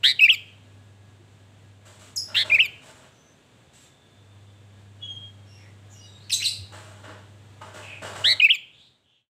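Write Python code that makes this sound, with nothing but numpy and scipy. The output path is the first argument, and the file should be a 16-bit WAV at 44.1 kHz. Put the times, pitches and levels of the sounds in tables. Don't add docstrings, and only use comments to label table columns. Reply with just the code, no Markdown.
import sys
import numpy as np
from scipy import signal
from scipy.fft import rfft, irfft, next_fast_len
from scipy.io import wavfile
from scipy.ndimage import map_coordinates

SR = 44100
rng = np.random.default_rng(int(sys.argv[2]) if len(sys.argv) > 2 else 0)


def generate_wav(sig):
    pcm = np.round(np.clip(np.atleast_2d(sig).T, -1, 1) * 32767).astype(np.int16)
    wavfile.write(sys.argv[1], SR, pcm)


N = 411453
TIME = np.arange(N) / SR


def amp(db):
    return 10 ** (np.asarray(db) / 20)


def unit(x):
    return x / np.sqrt(np.mean(x ** 2) + 1e-20)


def add(mix, s, sound):
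    part = mix[max(round(s * SR), 0):][:len(sound)]
    part += sound[:len(part)]


def play(voice, rows):
    out = np.zeros(N)
    for row in rows:
        add(out, *voice(*row))
    return out


def read(points, hz):
    f, value = np.transpose(points)
    return np.interp(np.log(hz + 1), np.log(f + 1), value)


def colour(x, points):
    size = next_fast_len(len(x) + 1024)
    gain = amp(read(points, np.fft.rfftfreq(size, 1 / SR)))
    return irfft(rfft(x, size) * gain, size)[:len(x)]


def waver(count, hz):
    spacing = SR / (2 * hz)
    knots = rng.standard_normal(int(count / spacing) + 4)
    return map_coordinates(knots, [np.arange(count) / spacing], order=2, mode="nearest")


def resonate(x, hz, width):
    return signal.lfilter(*signal.iirpeak(hz, hz / width, SR), x)


def step(t, at, width):
    return .5 + .5 * np.tanh((t - at) / width)


def bell(t, at, width):
    return np.exp(-((t - at) / width) ** 2)


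def gate(t, attack, release):
    return np.clip((t - t[0]) / attack, 0, 1) * np.clip((t[-1] - t) / release, 0, 1)


def room(x):
    # (frequency [Hz], t60 [s])
    ring_times = [(200, 0.18), (2500, 0.57), (4500, .52), (8000, .43), (15000, 0.45)]
    # (frequency [Hz], gain [dB])
    ring_colour = [(200, 1), (1500, -0.5), (2300, -1), (3100, 0), (4200, -2), (5300, 1.5), (6300, -1),
                   (8000, 0.5), (15000, -2)]
    taps = rng.choice([-1., 1.], SR) * (rng.random(SR) < 1 / 10)
    hz, t, bands = signal.stft(taps, SR, nperseg=256)
    t60 = read(ring_times, hz)[:, None]
    near_corner = amp(-0.5) * amp(-60 * t / 0.22)
    decay = amp(-60 * t / t60) + near_corner
    tail = signal.istft(bands * decay, SR, nperseg=256)[1][:SR]
    tail = tail * np.clip((TIME[:SR] - .003) / 0.01, 0, 1)
    return signal.oaconvolve(x, colour(tail / np.linalg.norm(tail), ring_colour))[:N]


def background():
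    # (frequency [Hz], relative level [dB])
    air_spectrum = [(20, -22), (45, -16), (75, -3.5), (125, 3.5), (170, -4.5), (260, -6.5), (420, -8.5),
                    (650, -10.5), (1100, -15.5), (2200, -18), (3600, -17.5), (5200, -28.5), (7800, -23.5),
                    (10500, -38), (15500, -42.5)]
    # (time [s], level [dB])
    air_level = [(0, -56), (1.5, -57.5), (2.6, -53), (3.3, -57), (4.2, -57), (6, -55), (8.35, -54),
                 (8.55, -63.5), (8.9, -65), (9.3, -81)]
    # (frequency [Hz], relative level [dB])
    hum_lines = [(100, -3), (200, -19), (300, -27)]
    # (on [s], off [s], level at on [dB], growth [dB/s], fade time constant [s])
    hum_spells = [(-.3, 2.56, -51, .6, 0.15), (4.17, 8.36, -48.5, 0.83, .03)]
    whine_hz, whine_db = 1666, -16.5
    drone_hz, drone_db, drone_off_s = 253.7, -70, 3.637
    swell_s = .12

    drift = TIME + 0.00022 * waver(N, 1.0)
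    whine = amp(whine_db) * np.sin(2 * np.pi * whine_hz * drift) * (1 + .5 * waver(N, 12))
    air = unit(colour(rng.standard_normal(N), air_spectrum)) + whine
    air = air * amp(np.interp(TIME, *np.transpose(air_level)) + .5 * waver(N, 5))

    drone = amp(drone_db + 2 * waver(N, 3)) * np.sqrt(2) * np.sin(2 * np.pi * drone_hz * drift)
    drone = drone * (1 - step(TIME, drone_off_s, swell_s))

    hum = np.sqrt(2) * sum(amp(db) * np.sin(2 * np.pi * hz * drift) for hz, db in hum_lines)
    spells = np.zeros(N)
    for on, off, db, growth_db, fade_s in hum_spells:
        fade = np.exp(-np.maximum(TIME - off, 0) / fade_s)
        spells += amp(db + growth_db * (TIME - on)) * step(TIME, on, swell_s) * fade
    return air + drone + hum * spells * amp(1.2 * waver(N, 1.7))


def syrinx(hz, partials):
    phase = 2 * np.pi * np.cumsum(hz) / SR
    return np.sqrt(2) * sum(amp(db) * np.sin(k * phase) * (k * hz < SR / 2) for k, db in partials)


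def trill(start, length, creak, top_hz, db, fall_db, rate, swing, rasp, throb_db):
    # (multiple of the pitch [ratio], level [dB])
    trill_partials = [(1, -8.5), (2, 0), (3, -22.5), (4, -23.5), (5, -25.5), (6, -39), (7, -41.5),
                      (8, -41.5)]
    foot_hz, top_share = 1388, .69
    attack_s, catch_s, release_s = 0.0084, 0.0018, .019
    creak_db, creak_rough = -4.5, .7

    age = np.arange(0, length, 1 / SR)
    caught = step(age, creak, catch_s)
    arch = 1 - (1 - age / length / top_share) ** 2
    hz = foot_hz + (top_hz - foot_hz) * caught * arch
    level = db - fall_db * age / length + creak_db * (1 - caught)
    gain = amp(level) * gate(age, attack_s, release_s) ** 1.1
    warble = -np.cos(2 * np.pi * rate * age) * caught * np.clip(age / 0.017, 0, 1)
    rough = rasp + creak_rough * (1 - caught)
    hz = hz * (1 + swing * warble + 0.077 * rough * waver(len(age), 1100))
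    flutter = 1 + 0.47 * rough * waver(len(age), 1500)
    hiss = amp(-21) * rough * rng.standard_normal(len(age))
    return start, gain * amp(-throb_db * warble) * (syrinx(hz, trill_partials) * flutter + hiss)


def whistle(hz, gain, overtone_db):
    # (multiple of the guide pitch [ratio], level [dB])
    whistle_partials = [(.5, -41), (1.5, -38), (2, -29.5), (3, -36.5), (4, -49), (5, -42.5), (6, -45.5)]
    flicker_db = 3.5
    count, weak = len(hz), 1 - gain / gain.max()
    hz = hz * (1 + (0.002 + 0.0086 * weak ** 2) * waver(count, 600))
    overtones = np.zeros(count)
    for partial in whistle_partials:
        overtones += syrinx(hz, [partial]) * amp(flicker_db * waver(count, 45))
    hiss = amp(-47.5) * rng.standard_normal(count)
    reedy = amp(overtone_db + 21 * weak ** 3)
    main_tone = syrinx(hz, [(0.9877, 0)])
    return gain * amp(.7 * waver(count, 70)) * (main_tone + reedy * (overtones + hiss))


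def held_whistle(s, flick_hz, flick_db, wait, length, held_hz, held_db, overtone_db):
    flick_s, wait_pitch, wait_db, swell_s = 0.0043, .86, -13.5, .003
    lift_at_s, lift_s, lift_share, lift_db = .048, .005, 0.078, 2.5
    settle_at_s, settle_share, settle_db, release_s = .057, 0.084, -3.5, 0.0044

    t = np.arange(-2 * flick_s, length, 1 / SR)
    flick, waiting = bell(t, 0, flick_s), 1 - step(t, wait, swell_s)
    lift, settled = bell(t, lift_at_s, lift_s), step(t, settle_at_s, swell_s)
    hz = held_hz * (1 - (1 - wait_pitch) * waiting + lift_share * lift - settle_share * settled)
    db = held_db + wait_db * waiting + lift_db * lift + settle_db * settled
    gain = amp(db + (flick_db - db) * flick) * gate(t, 2 * flick_s, release_s) ** 2
    return s + t[0], whistle(hz + (flick_hz - hz) * flick, gain, overtone_db - 13 * waiting)


def peaked_whistle(s, fall, shoulder_hz, db, overtone_db):
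    climb_s, foot_hz, tail_hz = .026, 1680, 2300
    cusp_share, cusp_s, droop_share, droop_s = .16, .004, .11, .005
    loud_lead_s, loud_s, flank_db, flank_db_per_s = .003, 0.019, -12.5, -90
    attack_s, release_s = 0.0049, 0.0074

    t = np.arange(-climb_s, fall, 1 / SR)
    climb, slide = np.clip(-t / climb_s, 0, 1), np.clip(t / fall, 0, 1)
    hz = shoulder_hz + (foot_hz - shoulder_hz) * climb ** 1.7 + (tail_hz - shoulder_hz) * slide ** 0.99
    cusp = cusp_share * np.exp(-abs(t) / cusp_s)
    droop = droop_share * np.exp((t - fall) / droop_s)
    hz = hz * (1 + cusp - droop)
    level = db + flank_db * (1 - bell(t, -loud_lead_s, loud_s)) + flank_db_per_s * abs(t)
    gain = amp(level) * gate(t, attack_s, release_s)
    return s + t[0], whistle(hz, gain, overtone_db - 7 + 20 * slide ** 1.1)


def bulbul():
    # (start [s], length [s], creak before the warble [s], top pitch [Hz],
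    # level [dB], fall over the length [dB], warble rate [Hz], pitch swing [share], rasp [0-1],
    # level throb [dB])
    trills = [(.031, .1, .012, 2173, -14, 8, 133.5, .11, 0.3, 4),
              (2.3435, 0.0968, .021, 1945, -17, 5.5, 110, 0.14, 0.3, 1),
              (8.238, .105, .006, 2092, -18, -2.5, 111, .07, .06, 0.5)]
    # (time of the flick [s], flick guide pitch [Hz], flick level [dB],
    # wait before the swell [s], end after the flick [s], held guide pitch [Hz], held level [dB],
    # overtones [dB])
    holds = [(.196, 2918, -14, .013, .074, 2595, -12, 2.5),
             (2.502, 2775, -21.5, 0.015, 0.068, 2440, -14, -0.5),
             (8.402, 3008, -12.5, 0.016, 0.0709, 2523, -13, -2.5)]
    # (time of the peak [s], fall [s], shoulder guide pitch [Hz],
    # level [dB], overtones before the reedy change [dB])
    peaks = [(.304, 0.05, 2954, -10.5, 1), (2.608, .059, 2775, -11.5, -0.5),
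             (8.511, .05, 3004, -12.5, -0.5)]
    # (frequency [Hz], gain [dB])
    beak = [(900, -13), (1450, -9), (1950, -0.5), (2500, 0), (3800, 1), (4700, -4.5), (5500, -6),
            (6400, -9.5), (7800, 2), (8600, -4), (9300, -3.5), (10900, -12.5), (12200, -4), (13000, 3),
            (15500, -1)]
    # (delay [ms], level [dB])
    echoes = [(3.4, -15), (6.1, -17), (9.3, -20), (14.5, -29)]
    song = play(trill, trills) + play(held_whistle, holds) + play(peaked_whistle, peaks)
    song = colour(song, beak)
    heard = song + amp(-17.5) * room(song)
    for ms, db in echoes:
        add(heard, ms / 1000, amp(db) * song)
    return heard


def bumps():
    # (start [s], frequency [Hz], level [dB], t60 [s])
    bump_rows = [(1.19, 348, -39, 0.11), (6.578, 93, -32.5, 0.42), (7.069, 310, -43.5, 0.34)]
    swell_s = .022
    out, t = np.zeros(N), TIME[:SR // 2]
    swell = np.sin(np.pi / 2 * np.minimum(t / swell_s, 1)) ** 2
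    for s, hz, db, t60 in bump_rows:
        ring = np.sin(2 * np.pi * hz * t + 0.6 * waver(len(t), hz / 6))
        ring = ring * (1 + 0.3 * waver(len(t), hz / 6))
        add(out, s, ring * amp(db - 60 * t / t60) * swell)
    return out


def scuffs():
    # (start [s], length [s], level [dB], fall over the length [dB], hiss share of power [0-1])
    strokes = [(1.849, 0.1174, -50, 8, 0.46), (1.989, 0.107, -50.5, 4.5, 0.57),
               (2.276, 0.167, -48.5, 2, 0.08), (2.442, 0.1277, -41.5, 5, 0.2),
               (2.813, 0.09, -53.5, -5, 0.4), (2.945, 0.1246, -53, 4, 0.2), (3.727, 0.14, -57, 3.5, 1),
               (6.718, 0.43, -43, 21, 0.16), (7.031, 0.081, -43.5, 2, 0.01), (7.118, 0.113, -54, 5.5, 0),
               (7.608, 0.12, -43.5, 7.5, 0.05), (7.736, 0.34, -40, 24, 0.17),
               (8.017, 0.1232, -35, 6.5, 0.08), (8.145, 0.2273, -38, 11.5, 0.19)]
    # (frequency [Hz], relative level [dB])
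    body_spectrum = [(40, -18.5), (90, -0.5), (220, -4.5), (420, -3), (900, -4), (1500, -3), (2200, -9.5),
                     (3600, -12.5), (5000, -19), (15000, -40.5)]
    hiss_spectrum = [(300, -21), (1500, -3), (3700, 3), (5200, -5.5), (7800, 4.5), (10000, -11),
                     (15000, -19.5)]
    # (frequency [Hz], width [Hz], level [dB])
    hollow_modes = [(589.5, 38, 6), (623, 45, 7), (847, 70, 2.5), (1140, 66, -2.5), (1450, 260, -1.5),
                    (2851, 130, 1.5)]

    grit = rng.standard_normal(N) * amp(2.1 * waver(N, 120))
    body = colour(grit, body_spectrum)
    body = unit(body + sum(amp(db) * resonate(body, hz, width) for hz, width, db in hollow_modes))
    hiss = unit(colour(grit[::-1], hiss_spectrum))
    out = np.zeros(N)
    for s, length, db, fall_db, share in strokes:
        age = TIME[:int((length + .1) * SR)] / length
        attack = np.minimum(age * length / 0.011, 1)
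        die_away = np.exp(-np.maximum(age - 1, 0) * length / .02)
        stroke = amp(db - fall_db * np.minimum(age, 1)) * attack * die_away
        share = np.clip(share, 0, 1)
        part = slice(int(s * SR), int(s * SR) + len(age))
        add(out, s, stroke * (np.sqrt(1 - share) * body[part] + np.sqrt(share) * hiss[part]))
    return amp(-1.5) * out + amp(-2) * room(out)


def call(hz, gain, rough, overtone_db):
    # (multiple of the pitch [ratio], level [dB])
    chirp_partials = [(2, -9.5), (3, -24.5)]
    # (multiple of the median pitch [ratio], relative level [dB])
    chirp_hiss = [(.55, -35), (.8, -6.5), (1.2, 8.5), (2.2, -6), (2.7, -13), (4, -12)]
    count = len(hz)
    hiss_spectrum = np.multiply(chirp_hiss, [np.median(hz), 1])
    hiss = amp(-10.0) * rough * unit(colour(rng.standard_normal(count), hiss_spectrum))
    hz = hz * (1 + 0.1 * rough * waver(count, 900))
    pure = syrinx(hz, [(1, 0)])
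    shake = 1 + .5 * rough * waver(count, 400)
    return gain * shake * (pure + amp(overtone_db) * (syrinx(hz, chirp_partials) + hiss))


def chirp(s, length, first_hz, turn_hz, last_hz, db, rough, overtone_db):
    turn_share, edge_db = .42, -12
    t = np.arange(0, length, 1 / SR)
    before = np.clip(1 - t / length / turn_share, 0, 1) ** 2
    after = np.clip((t / length - turn_share) / (1 - turn_share), 0, 1) ** 1.5
    hz = turn_hz + (first_hz - turn_hz) * before + (last_hz - turn_hz) * after
    glide = abs(hz / turn_hz - 1)
    gain = amp(db + edge_db * (.5 * (before + after) + 2 * glide)) * gate(t, .0005, 0.0024)
    return s, call(hz, gain, rough, overtone_db)


def peep(s, length, first_hz, last_hz, db, rough, overtone_db):
    t = np.arange(0, length, 1 / SR)
    edge_db = -5
    gain = amp(db + edge_db * (2 * t / length - 1) ** 2) * gate(t, .002, .02)
    return s, call(first_hz + (last_hz - first_hz) * t / length, gain, rough, overtone_db)


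def neighbours():
    # (start [s], length [s], first pitch [Hz], turning pitch [Hz],
    # last pitch [Hz], level before the mix [dB], roughness [0-1], overtones [dB])
    chirps = [(2.161, 0.0117, 6300, 6717, 6380, -29, 0.3, -4),
              (2.159, 0.0067, 8300, 7970, 7900, -37.5, .4, -8.5),
              (2.167, 0.02815, 6080, 5008, 5660, -26, 0.2, -6.5),
              (6.296, 0.022, 3120, 2490, 2950, -33.5, 0.64, 6.5),
              (6.315, .04, 5560, 3905, 3931, -21.5, 0.44, 3.5),
              (6.334, 0.022, 5870, 6268, 6730, -26, .35, -4.5),
              (6.397, 0.031, 2540, 2154, 1880, -40, 0.77, 4.5),
              (6.418, 0.031, 2318, 2847, 2730, -28.5, 0.62, 1),
              (6.44, .06, 5084, 3917, 5020, -22, 0.46, -1.5)]
    # (start [s], length [s], first pitch [Hz], last pitch [Hz],
    # level before the mix [dB], roughness [0-1], overtones [dB])
    peeps = [(3.10, 0.234, 6040, 6180, -63, 0.25, -16.5), (3.734, 0.132, 3900, 3760, -65, .3, 14),
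             (4.996, 0.075, 2888, 3050, -47.5, 0.18, -11), (5.014, .04, 3354, 3307, -32.5, 0.1, -18),
             (5.069, 0.078, 3258, 3228, -30.5, 0.04, -18.5), (5.458, 0.16, 5500, 5570, -58, 0.31, -7.5),
             (5.47, 0.13, 2816, 2714, -60, 0.33, -21), (5.576, 0.087, 2370, 1840, -53.5, 0.88, -26.5),
             (5.897, 0.032, 7000, 6550, -46.5, 0.53, -10.5), (5.927, 0.0413, 5856, 5800, -54, 0.38, -3),
             (5.93, 0.13, 2852, 2934, -52.5, 0.19, 7.5), (5.979, .08, 4950, 4800, -53, 0.3, -11),
             (6.029, .15, 3823, 3770, -48, 0.19, -6.5), (6.19, 0.072, 3930, 4650, -51, 0.53, -12),
             (7.798, 0.177, 2604, 2436, -40.5, 0.83, -25), (8.708, 0.1654, 3460, 3884, -52, 0.74, -11),
             (9.028, .16, 3064, 3260, -63.5, 0.9, -14)]
    near, far = play(chirp, chirps), play(peep, peeps)
    direct = amp(1) * near + amp(-14.5) * far
    return direct + amp(-2.0) * room(near + far)


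def thin_ring():
    centre_s, half_s, ring_hz, ring_db = 4.1, 0.61, 3530, -68
    band = resonate(resonate(rng.standard_normal(N), ring_hz, 150), ring_hz, 150)
    return amp(ring_db) * bell(TIME, centre_s, half_s) * unit(band)


def knock():
    # (frequency [Hz], relative level [dB], t60 [s])
    knock_modes = [(871, 0, 0.25), (971, -1.5, 0.17), (1086, 0, 0.15), (1240, 2, 0.13), (1577, -9.5, .1),
                   (2070, -9.5, 0.066)]
    knock_s, knock_db = 7.609, -38
    out, t = np.zeros(N), TIME[:SR // 2]
    ring = sum(amp(db - 60 * t / t60) * np.sin(2 * np.pi * hz * t) for hz, db, t60 in knock_modes)
    add(out, knock_s, amp(knock_db) * ring * gate(t, 0.0106, .1) * (1 + 0.44 * waver(len(t), 60)))
    return amp(-1.5) * out + amp(-1.5) * room(out)


def scene():
    mix = background() + bulbul() + bumps() + scuffs() + neighbours() + thin_ring() + knock()
    return mix[None]


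def record(dry):
    edge_hz = 15620
    fade = np.clip((TIME[-1] - TIME) / 0.12, 0, 1) ** 3
    low_pass = signal.firwin(511, edge_hz, window=("kaiser", 9), fs=SR)
    return signal.oaconvolve(dry * fade, low_pass[None], "same")


dry = scene()
out = record(dry)
generate_wav(out)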